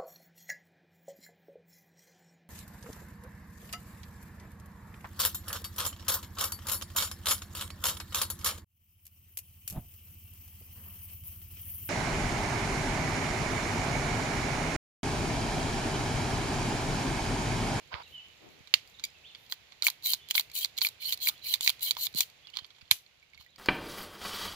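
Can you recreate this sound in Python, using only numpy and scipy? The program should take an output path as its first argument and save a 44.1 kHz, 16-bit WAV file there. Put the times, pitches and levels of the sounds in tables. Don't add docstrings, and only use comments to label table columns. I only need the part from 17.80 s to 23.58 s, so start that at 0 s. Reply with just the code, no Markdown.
import sys
import numpy as np
from scipy import signal
from scipy.fft import rfft, irfft
from scipy.io import wavfile

SR = 44100
rng = np.random.default_rng(int(sys.argv[2]) if len(sys.argv) > 2 else 0)


def unload_wav(signal):
    wavfile.write(
        sys.argv[1],
        SR,
        np.round(np.clip(np.atleast_2d(signal).T, -1, 1) * 32767).astype(np.int16),
    )


def to_linear_factor(level_db):
    exponent = np.asarray(level_db, float) / 20
    return 10 ** exponent


N = 254935


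def unit(x):
    return x / np.sqrt(np.mean(x ** 2) + 1e-20)


def at_hz(points, hz):
    points = np.array(points)
    return np.interp(np.log(np.maximum(hz, 1)), np.log(points[:, 0]), points[:, 1])


def column(rows, index):
    rows = np.array(rows)
    return np.interp(np.arange(N) / SR, rows[:, 0], rows[:, index])


def envelope(tables, index, fade_s):
    out = np.zeros(N)
    for rows in map(np.array, tables):
        start_s, end_s = rows[0, 0], rows[-1, 0]
        first = max(int((start_s - fade_s) * SR), 0)
        last = min(int((end_s + fade_s) * SR), N)
        t = np.arange(first, last) / SR
        edge = np.clip(np.minimum(t - start_s, end_s - t) / fade_s + .5, 0, 1)
        out[first:last] += edge * to_linear_factor(np.interp(t, rows[:, 0], rows[:, index]))
    return out


def drift(rate_hz):
    r = np.exp(-2 * np.pi * rate_hz / SR)
    slow = signal.lfilter([1], [1, -2 * r, r * r], rng.standard_normal(N + SR))
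    return unit(slow[SR:])


def resonate(x, hz, width_hz):
    r = np.exp(-np.pi * width_hz / SR)
    zeros = np.array([1, 0, -1]) * (1 - r * r) / 2
    poles = [1, -2 * r * np.cos(2 * np.pi * hz / SR), r * r]
    return signal.lfilter(zeros, poles, x)


def body(x, modes, strengths_db=0):
    gains = to_linear_factor(np.array(modes)[:, 2] + strengths_db)
    out = 0
    for k, ((hz, width_hz, _), gain) in enumerate(zip(modes, gains)):
        out = out + (-1) ** k * gain * resonate(x, hz, width_hz)
    return out


def noise_pair(size, alike=.5):
    shared, left, right = rng.standard_normal((3, size))
    return np.sqrt(alike) * shared + np.sqrt(1 - alike) * np.array([left, right])


def coloured(spectrum, alike):
    gain = to_linear_factor(at_hz(spectrum, np.fft.rfftfreq(N, 1 / SR)))
    return unit(irfft(rfft(noise_pair(N, alike)) * gain, N))


def echoes(x, t60, start_s):
    t = np.arange(int(.6 * SR)) / SR
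    tail = rng.standard_normal((2, len(t))) * to_linear_factor(-60 * t / t60) * (t > start_s)
    return signal.fftconvolve(x, tail / np.sqrt(np.sum(tail ** 2) / 2), axes=1)[:, :N]


def scatter(x, t60):
    out, r = 0, to_linear_factor(-120 / (t60 * SR))
    for band in ([600, 1800], [1800, 3200], [3200, 5500], [5500, 9000], [9000, 16000]):
        sos = signal.butter(2, band, "band", fs=SR, output="sos")
        energy = signal.lfilter([1 - r], [1, -r], signal.sosfilt(sos, x) ** 2)
        fresh = unit(signal.sosfilt(sos, rng.standard_normal((2, N))))
        out = out + np.sqrt(energy) * fresh
    return out


# t/s, leaf level/dB, breeze level/dB
AIR = [(0.0, -57.5, -74), (2.09, -59, -78), (3.99, -56.5, -74), (5.39, -64, -85), (5.78, -66.5, -78.5)]
# f/Hz, level per Hz/dB
LEAF_SPECTRUM = [(300, 5.5), (700, 14.5), (1300, 9), (2200, 11.5), (4000, 6), (7500, 1.5), (8500, -7),
                 (12000, -8), (15000, -13)]


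def leaves():
    return to_linear_factor(column(AIR, index=1) - 10.5) * coloured(LEAF_SPECTRUM, alike=0.066)


# f/Hz, level per Hz/dB
BREEZE_SPECTRUM = [(25, -27.5), (50, -5), (80, -0.5), (130, -2.5), (250, -13), (500, -11), (900, -38)]
# t/s, level/dB
PUFF = [
    (.6, -72),
    (.625, -63),
    (.68, -63),
    (.72, -69),
    (.82, -71),
]


def breeze():
    gusts = to_linear_factor(np.array([2.5 * drift(9) - 1.5, 2.5 * drift(9) + 1.5]))
    turbulence = resonate(resonate(rng.standard_normal((2, N)), 150, 260), 200, 900)
    puff = envelope([PUFF], index=1, fade_s=0.016) * unit(turbulence) * to_linear_factor(2.0)
    steady = to_linear_factor(column(AIR, index=2) + 3.5) * gusts * coloured(BREEZE_SPECTRUM, alike=0.67)
    return steady + puff * np.sqrt(gusts)


STRAY_TICKS = [.234, .5766, 1.153, 1.386, 1.515, 5.2757, 5.582]
MISSED_TICKS = [1, 5, 13, 14, 15, 16, 17, 45, 47, 51, 54]


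def motor():
    first_s, period_s = .0752, .10238
    beat = np.delete(np.arange(first_s, N / SR, period_s), MISSED_TICKS)
    times = np.r_[beat, STRAY_TICKS]
    tick = np.zeros(N)
    tick[(times * SR).astype(int)] = to_linear_factor(-35 - 1.2 * times + rng.normal(0, 1.5, len(times)))
    return resonate(resonate(tick + 1e-18, 6900, 1500), 6900, 1500) * to_linear_factor([[0], [-8]])


# t/s, level/dB
RUB = [
    (.106, -63),
    (.13, -46.5),
    (.15, -47.5),
    (.19, -53.5),
    (.226, -56.5),
]
# f/Hz, bandwidth/Hz, level/dB
CASE = [(510, 230, -6), (976, 122, 5), (1440, 250, -5), (2270, 400, -14), (3300, 700, -21),
        (4900, 700, -19)]


def finger_rub():
    grit = rng.standard_normal((2, N)) * to_linear_factor(1.9 * drift(120))
    rubbed = signal.sosfilt(signal.butter(4, 5500, fs=SR, output="sos"), body(grit, CASE))
    return envelope([RUB], index=1, fade_s=0.0069) * unit(rubbed) * to_linear_factor([[-1], [3]])


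# t/s, tap level/dB, thud
# level/dB, thud f/Hz
BUMPS = [(0.1416, -19.5, -37.5, 70.6), (.805, -57, -50, 95), (4.348, -58, -34, 120),
         (5.112, -54, -35.5, 87), (2.083, -80, -48, 480), (2.596, -80, -48, 480), (3.896, -80, -46, 480),
         (4.82, -80, -52, 80), (5.025, -80, -52, 75), (5.186, -80, -46, 600), (5.558, -74, -59.5, 70),
         (5.597, -78, -53, 68)]


def bumps():
    out, t = np.zeros((2, N)), np.arange(4096) / SR
    for s, tap_db, thud_db, hz in BUMPS:
        tap = np.sin(2 * np.pi * 1700 * t) * np.minimum(t / .00015, 1)
        tap = tap * to_linear_factor(tap_db - 60 * t / 0.002) * to_linear_factor([[-10], [0]])
        sweep = hz * (t + hz / 15000 * (1 - np.exp(-t / .003)))
        thud = np.sin(2 * np.pi * sweep + [[0], [1.6]]) * np.minimum(t / 0.0022, 1)
        thud = thud * to_linear_factor(thud_db - 60 * t * hz / 5.2) * to_linear_factor([[-5], [2.5]])
        at = round(s * SR)
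        out[:, at:at + len(t)] += tap + thud
    return out


TOUCHES = [(.8729, -43.5, 4000, 17), (1.1958, -38, 6500, 12), (1.549, -37, 3260, -10),
           (1.921, -42, 3460, 4), (4.34, -40, 4050, 18), (4.6703, -42, 3160, -13), (4.7395, -41, 3060, 2),
           (4.832, -50, 3200, -8), (4.845, -38, 3250, -12), (4.9048, -47, 3300, -6), (4.948, -55, 3300, -6),
           (4.963, -54, 3200, -6), (5.011, -47, 2600, -7), (5.0149, -46, 2610, -4), (4.754, -40, 3130, -6),
           (4.762, -38, 4600, 0), (4.984, -52, 1000, -8), (.222, -46, 2300, -10), (5.054, -56, 3300, -6),
           (5.078, -53, 3100, -6), (5.546, -47, 4600, -6), (5.5988, -55, 3980, -5), (5.61, -47, 1030, -5)]
TOUCH_COLOUR = (-16, -31, -35, .003, 4)
GATE = [
    (.9396, -6, 2750, -4, -27),
    (1.2502, -38, 3380, 14.5, -32),
    (1.723, -21.5, 3310, 0, -17),
    (4.7703, -21, 4260, -10, -20),
    (4.7875, -30, 3090, -12, -17),
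    (4.79, -32, 4200, -8, -17),
    (5.1116, -7, 4300, 4, -22),
]
GATE_COLOUR = (0, -14, -12.5, .009, 1.5)
PAWL = [(1.2385, -28, 3800, 8), (4.168, -24, 1020, -8), (1.2415, -25, 4750, 6), (2.0673, -8, 2280, 6.5),
        (2.5789, -9, 2200, 4), (5.112, -10, 11400, -4), (3.0485, -14.5, 2350, 4), (3.472, -16, 2270, -4),
        (3.4716, -22, 4800, 4), (3.8759, -10, 2300, -1), (5.4264, -51.5, 2270, -4), (5.534, -47, 2224, -4),
        (5.5758, -45, 2210, 0), (5.6625, -48, 1950, 0)]
PAWL_COLOUR = (-33, -24, -16, .015, -4.5)
TICKS = [(1.6636, -49, 3400, -6), (1.6983, -42.5, 4050, -1), (2.6983, -46, 2210, -2),
         (2.2238, -46, 3910, 2), (2.4865, -39.5, 3280, 5), (2.544, -30, 4100, 0), (3.0095, -32, 4100, 2),
         (2.7154, -42.5, 4230, 6), (2.969, -41, 4100, 2), (3.3744, -41, 4020, 8.5), (3.3894, -48, 4130, 1),
         (3.5776, -51, 4300, 3), (3.5934, -52, 3860, -2), (3.9934, -43, 4100, 2), (4.15, -42, 3340, 3, 0),
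         (4.4992, -49, 4600, 4.5), (4.7002, -46, 4500, -1), (5.2629, -51.5, 4300, -14),
         (4.3472, -38, 4200, 10), (4.3587, -41, 4300, 12), (3.3408, -34, 4300, 5), (3.021, -26, 3900, 2),
         (2.8472, -24, 2300, -10), (2.8565, -32, 3900, 3), (4.007, -46, 3500, 8), (4.864, -56, 4500, 6),
         (1.0745, -52, 4800, 2), (4.327, -55, 4300, 10), (5.1075, -38, 3500, 2), (4.116, -28, 4400, 2),
         (3.757, -32, 4900, 3), (4.1678, -30, 3500, -8), (3.8762, -9, 4700, -6, -18),
         (2.0427, -32, 4300, 10), (4.023, -40, 4000, 8), (5.7594, -46, 4870, -4)]
TICK_COLOUR = (-22, -12.5, -9, .006, 2.5)
SEATS = [(2.0229, -16, 4050, 2), (2.0316, -23, 3820, -10.5), (2.2594, -22, 3980, -1.5),
         (2.5098, -15, 3220, 3.5), (2.5517, -15, 3450, -3, 6), (2.5545, -17, 4100, -2),
         (2.9855, -23.5, 3300, 5, 3), (3.016, -16, 4400, -9, 4), (3.0185, -17, 4200, -6),
         (3.8087, -22, 3500, 6.5), (3.8626, -20, 3900, -5.5), (4.2683, -22, 3700, -8)]
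SEAT_COLOUR = (-25, -12.5, -13, .008, 0)
SETTLE = [(2.0826, -14, 4300, -7, 5), (2.1006, -26.5, 4070, 5), (2.596, -14.5, 4070, 2.5),
          (2.608, -28, 4360, -2), (3.0685, -16.5, 4270, -20), (3.0869, -30.5, 3930, 6),
          (3.484, -27, 4500, 4), (3.4866, -18.5, 4120, 4.5), (3.4884, -19, 4400, 3),
          (3.4961, -21, 3600, -9), (3.894, -13, 4140, 1.5), (3.9011, -19, 3270, 3)]
SETTLE_COLOUR = (-25, -13.5, -6.5, .008, 0)
SNAPS = [
    (2.3342, -10.5, 4240, -3),
    (2.3397, -25.5, 4070, 8),
    (2.8466, -15.5, 4120, -1),
    (3.3246, -14.5, 3980, -3.5),
    (3.3314, -25, 3630, 0.5),
    (3.7394, -10, 4100, -2),
    (3.749, -24, 4400, -10),
    (4.1093, -13.5, 3940, -1),
    (4.406, -8.5, 4300, 1),
    (4.408, -15, 6200, 2),
]
SNAP_COLOUR = (-30, -11, -8.5, .008, 0)


def contacts():
    drags = [(s + .006, db - 8, hz, bright_db) for s, db, hz, bright_db in TOUCHES]
    kinds = [(TOUCHES, TOUCH_COLOUR), (drags, TOUCH_COLOUR), (GATE, GATE_COLOUR), (PAWL, PAWL_COLOUR),
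             (TICKS, TICK_COLOUR), (SEATS, SEAT_COLOUR), (SETTLE, SETTLE_COLOUR), (SNAPS, SNAP_COLOUR)]
    out = []
    for rows, (knock_db, edge_db, treble_db, ring_s, rattle_db) in kinds:
        for s, peak_db, hz, bright_db, *own_knock in rows:
            out.append((s, peak_db, knock_db + sum(own_knock), edge_db + bright_db,
                        treble_db + bright_db, hz, ring_s, rattle_db))
    return out


# f/Hz, bandwidth/Hz, level/dB
STEEL = [(1067, 57, -19), (1565, 220, -13), (2330, 220, -3), (2870, 600, -9.5), (3500, 620, -6.5),
         (3980, 66, -9), (4300, 370, -4.5), (5100, 300, -11)]
# f/Hz, bandwidth/Hz, level/dB
STEEL_TREBLE = [(5870, 590, -16.5), (7114, 1700, -2), (9960, 1200, -4.5), (10930, 790, 0.5),
                (11450, 1800, 2.5), (13110, 710, 6.5), (14670, 1500, 1), (15800, 600, -1)]


def clicks():
    out, t = np.zeros((2, N + 2048)), np.arange(2048) / SR
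    knock_band = signal.butter(3, [870, 1900], "band", fs=SR, output="sos")
    crack_band = signal.butter(2, [1800, 5500], "band", fs=SR, output="sos")
    for s, peak_db, knock_db, edge_db, treble_db, hz, ring_s, rattle_db in contacts():
        soft = 1 + max(-22 - peak_db, 0) / 10
        fall = to_linear_factor(-60 * t / (.004 * soft)) + to_linear_factor(-15 - 60 * t / .025)
        rattle = noise_pair(len(t)) * np.minimum(t / 0.00071, 1) * fall
        rattle[:, 3] += 2.2 / soft
        blow = np.sin(2 * np.pi * hz * t + rng.uniform(0, 2 * np.pi)) * np.minimum(t / 0.00026, 1)
        blow = signal.sosfilt(signal.butter(2, min(hz * .55, 1300), "high", fs=SR, output="sos"), blow)
        ring = np.ones((2, 1)) * blow * to_linear_factor(-60 * t / (ring_s * soft))
        thump = resonate(resonate(rattle, 330, 550), 330, 550)
        frame = unit(body(rattle, STEEL, rng.normal(0, 2.5, len(STEEL))))
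        crack = signal.sosfilt(crack_band, rattle)
        grip = resonate(rattle, 1080 * rng.uniform(.85, 1.12), 130)
        knock = signal.sosfilt(knock_band, rattle) + .75 * grip
        edges = body(rattle, STEEL_TREBLE[:2], rng.normal(0, 3, 2))
        treble = body(rattle, STEEL_TREBLE[2:], rng.normal(0, 3, 6))
        layers = [(-11, ring), (knock_db - 17, thump), (rattle_db - 17, frame), (rattle_db - 15, crack),
                  (knock_db + 3, knock), (edge_db + 2, edges), (treble_db - 3, treble)]
        at = round(s * SR)
        for db, x in layers:
            out[:, at:at + len(t)] += to_linear_factor(peak_db + db) * x / np.abs(x).max(axis=1, keepdims=True)
    return out[:, :N] * to_linear_factor([[-2], [.2]])


def note_shape(s, length, from_hz, to_hz, db):
    share = np.arange(9) / 8
    ease = 2.8 if to_hz > from_hz else 1.8
    glide = (1 - np.exp(-ease * share)) / (1 - np.exp(-ease))
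    level = db + np.interp(share, [0, .45, 1], [-3.5, 0, -7])
    return np.c_[s + length * share, from_hz + (to_hz - from_hz) * glide, level]


# t/s, length/s, start f/Hz, end f/Hz, level/dB
NOTES = [(.229, .018, 3460, 4020, -53), (.246, .014, 3900, 2950, -58), (.26, .028, 2900, 2700, -58),
         (.318, .025, 2600, 3160, -53), (.338, .05, 3170, 2930, -44.5), (.385, .026, 2950, 2550, -55),
         (1.142, .015, 4100, 3500, -56), (1.344, .04, 2810, 2530, -62), (1.438, 0.05, 2300, 3680, -52),
         (1.482, .013, 4080, 4130, -57), (1.495, 0.025, 3290, 2600, -59), (1.53, .055, 3560, 3620, -67),
         (1.61, .05, 3450, 3650, -73), (1.468, .016, 4700, 4200, -64), (1.49, .02, 3600, 3400, -60),
         (2.385, .04, 3150, 2980, -59), (2.41, .05, 3350, 3520, -59), (3.542, .045, 2500, 3500, -60),
         (3.51, .03, 3100, 2900, -64), (4.588, 0.04, 2610, 2540, -71), (4.622, .028, 2600, 3300, -64),
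         (4.645, .016, 3300, 3400, -53), (5.675, 0.043, 2900, 4120, -68), (5.718, 0.041, 4100, 2950, -67)]


def bird():
    song, warble = 0, 1 + .008 * drift(90)
    for note in NOTES:
        rows = note_shape(*note)
        phase = 2 * np.pi * np.cumsum(column(rows, index=1) * warble) / SR
        song = song + envelope([rows], index=2, fade_s=.012) * np.sin(phase)
    song = song * to_linear_factor([[-4], [-10]])
    return song + to_linear_factor(-1.5) * echoes(song, t60=.45, start_s=0.013)


# t/s, length/s, level/dB
RUSTLES = [
    (.27, .08, -78),
    (.69, .06, -82),
    (1.07, .05, -78),
    (1.57, .1, -79),
]


def sleeve():
    shapes = [[(s, db), (s + length, db)] for s, length, db in RUSTLES]
    hiss = unit(resonate(rng.standard_normal((2, N)), 12500, 3500))
    return envelope(shapes, index=1, fade_s=.04) * hiss


# f/Hz, level/dB, t60/s
GATE_MODES = [(1480, 5, .012), (2720, -20, .04), (4100, 2, .022), (4590, -6, .06), (5884, -22, .15),
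              (5300, 4, .022), (6918, -12, .06), (7780, -26, .06), (11320, -26, .08), (12800, -30, .1),
              (14550, -30, .1)]
# f/Hz, level/dB, t60/s
PIN_MODES = [(2300, -8, .06), (4700, -2, .05), (5055, -22, .2), (6270, -10, .03), (6890, -7, .04),
             (7500, -5, .03), (13060, -24, .06)]
# f/Hz, level/dB, t60/s
SHUT_MODES = [(1150, -4, .035), (2300, 3, .035), (3100, -8, .06), (4200, -12, .08), (5200, -8, .07),
              (6120, -14, .16), (6930, -4, .06), (7510, -15, .18), (9250, -12, .11), (10400, -13, .16),
              (11650, -14, .17), (12830, -18, .14), (13900, -17, .19), (15200, -20, .1)]


def rings():
    # t/s, level/dB, bandwidth of the shaken modes/Hz, share of clear tone, modes
    blows = [(.9396, -30, 350, .1, GATE_MODES), (1.2385, -36, 120, 1.1, PIN_MODES),
             (5.112, -29, 450, .1, SHUT_MODES)]
    out, t = np.zeros((2, N)), np.arange(12000) / SR
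    for s, level_db, width_hz, clear, modes in blows:
        at = round(s * SR)
        for hz, db, t60 in modes:
            tone = clear * np.sin(2 * np.pi * (hz * t + rng.random()))
            shaken = resonate(resonate(noise_pair(len(t) + 2000), hz, width_hz), hz, 2 * width_hz)
            shaken = unit(shaken[:, 2000:])
            decay = to_linear_factor(level_db + db - 60 * t / t60) * np.minimum(t / .0006, 1)
            out[:, at:at + len(t)] += decay * (tone + .55 * shaken)
    return out


# t/s, length/s, f/Hz, level/dB
SQUEALS = [(2.237, .07, 3980, -47), (2.298, .02, 3100, -47), (2.255, .03, 2200, -54),
           (2.745, .095, 3900, -55), (2.755, .02, 3050, -53), (2.81, .035, 3250, -49),
           (2.75, .05, 2450, -57), (2.965, .03, 4150, -53), (3.02, .03, 3100, -50),
           (3.222, .022, 4100, -52), (3.243, .04, 4325, -42), (3.282, .018, 3100, -47),
           (3.303, .014, 3100, -50), (3.215, .025, 2300, -56), (3.4, .058, 4200, -51),
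           (3.412, .05, 3300, -51), (3.64, .045, 4250, -50), (3.68, .056, 4050, -48),
           (3.692, .042, 3200, -51), (3.652, .03, 2400, -56), (3.822, .035, 4200, -49),
           (4.04, .035, 4150, -46), (4.065, .03, 3950, -49), (4.062, .04, 3150, -49),
           (4.195, .05, 4300, -52), (4.362, .02, 4150, -50), (4.378, .024, 4400, -47),
           (4.735, .014, 3080, -56), (4.75, .016, 3130, -57), (4.775, .06, 3150, -65),
           (4.68, .018, 2820, -65), (3.503, .04, 1300, -62), (3.2, .025, 4200, -58),
           (3.615, .03, 4100, -60), (4.4, .035, 3900, -57), (1.184, .01, 3700, -64),
           (1.697, .022, 4100, -60), (4.168, .022, 1020, -52), (2.03, .015, 1400, -52)]


def squeals():
    out, width_hz = np.zeros((2, N)), 160
    for s, length, hz, db in SQUEALS:
        caught = resonate(resonate(noise_pair(8192), hz, width_hz), hz, width_hz * 2)
        tone = unit(caught[:, 2048:])
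        share = np.clip(np.arange(6144) / SR / length, 0, 1)
        swell = np.sqrt(np.sin(np.pi * share).clip(0))
        at = round(s * SR)
        out[:, at:at + 6144] += to_linear_factor(db - 2.5) * swell * tone
    return out


def stroke_shape(s, length, db, swell_db, bright_db):
    gather_s, stop_s = 0.022, 0.017
    times = s + np.array([0, min(gather_s, length / 2), max(length - stop_s, length / 2 + 1e-4), length])
    swing = np.array([-14.5 - swell_db / 2, -swell_db / 2, swell_db / 2, -5.5 + swell_db / 2])
    return np.c_[times, db + swing, db + bright_db + 1.52 * swing]


# t/s, length/s, level/dB, swell from start to end/dB, brightness/dB
STROKES = [(1.693, 0.05, -54.5, -1.5, 5.5), (2.023, .067, -39, 4, 6), (2.23, 0.12, -39.5, 0.5, 4.5),
           (2.479, 0.041, -47.5, 8, 0.5), (2.539, 0.074, -41, -4.5, 7), (2.734, 0.12, -43, -2, 4.5),
           (2.966, .022, -42, 6, -4), (3.005, 0.076, -41, -0.5, 6.5), (3.199, 0.15, -44, 8, 1),
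           (3.399, 0.1, -41.5, 7.5, 5), (3.626, 0.13, -44, 7, 2), (3.808, 0.0996, -41, 0, 4),
           (4.007, 0.11, -41, -3, 3.5), (4.161, 0.11, -42.5, 7.5, 2.5), (4.353, 0.085, -38, -5, 1),
           (4.735, 0.067, -55, 2, -22), (5.585, 0.073, -63.5, -9, -8.5)]
# f/Hz, bandwidth/Hz, level/dB
ROD = [(2270, 200, -18), (3100, 170, -7), (3500, 200, -10), (3980, 130, 0), (4310, 70, -2), (4800, 500, -9)]


def strokes():
    catches_per_s, catch_spread_db = 7000, 3.5
    hardness_db = catch_spread_db * np.minimum(rng.exponential(size=N), 4)
    catches = (rng.random(N) < catches_per_s / SR) * noise_pair(N) * to_linear_factor(1.8 * drift(250) + hardness_db)

    turns = [to_linear_factor(db + 3.5 * drift(15)) for _, _, db in ROD]
    low = sum(gain * unit(resonate(catches, hz, width)) for gain, (hz, width, _) in zip(turns, ROD))
    low = low / np.sqrt(sum(gain ** 2 for gain in turns))
    low = low + to_linear_factor(-22) * unit(resonate(catches, 3000, 3000)) + to_linear_factor(-19) * unit(resonate(catches, 950, 500))

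    high = 0
    for k, (hz, width, db) in enumerate(STEEL_TREBLE):
        high = high + (-1) ** k * to_linear_factor(db + 2.5 * drift(18)) * resonate(catches, hz, width)
    high = unit(signal.sosfilt(signal.butter(2, 4800, "high", fs=SR, output="sos"), high))
    high = high + to_linear_factor(-16) * unit(resonate(catches, 15280, 160))

    shapes = [stroke_shape(*row) for row in STROKES]
    low_gain = to_linear_factor(-9.5) * envelope(shapes, index=1, fade_s=0.0052)
    high_gain = to_linear_factor(-5.5) * envelope(shapes, index=2, fade_s=0.0044)
    return low_gain * low + high_gain * high


def scene():
    gun = clicks() + rings() + squeals() + strokes()
    gun[0] = np.roll(gun[0], 5)
    near = to_linear_factor(-17) * echoes(gun, t60=.04, start_s=.002)
    revolver = gun + near + to_linear_factor(-20) * scatter(gun, t60=0.2)
    camera = motor() + finger_rub() + bumps()
    return leaves() + breeze() + camera + revolver + bird() + sleeve()


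# f/Hz, level/dB
LEFT_PORT = [(350, 4.5), (1000, 4.5), (1700, 3.5), (2400, 6), (3100, 5), (4500, 2.5), (5800, 9.5),
             (7200, 9.5), (8200, 3), (10700, 8.5), (12400, 14), (14000, 8), (15400, 16), (16300, -31)]
# f/Hz, level/dB
RIGHT_PORT = [(350, 1), (1000, 2.5), (1700, 7.5), (2300, 13), (3500, 15.5), (4300, 15.5), (5200, 9),
              (7200, -9.5), (8000, -5), (9300, -2), (10700, 7), (13500, -19), (14900, 3.5), (16200, -39)]


def ports(dry):
    hz, out = np.linspace(0, SR / 2, 513), []
    for x, port in zip(dry, (LEFT_PORT, RIGHT_PORT)):
        cepstrum = irfft(np.log(to_linear_factor(at_hz(port, hz))))
        cepstrum[1:512] *= 2
        cepstrum[513:] = 0
        out.append(signal.fftconvolve(x, irfft(np.exp(rfft(cepstrum))))[:N])
    return np.array(out)


def band_limit(x):
    return signal.sosfilt(signal.butter(12, 16780, fs=SR, output="sos"), x)


def record(dry):
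    mix = 1.372 * np.tanh(ports(dry) / 1.312)
    return band_limit(mix)


dry = scene()
out = record(dry)
unload_wav(out)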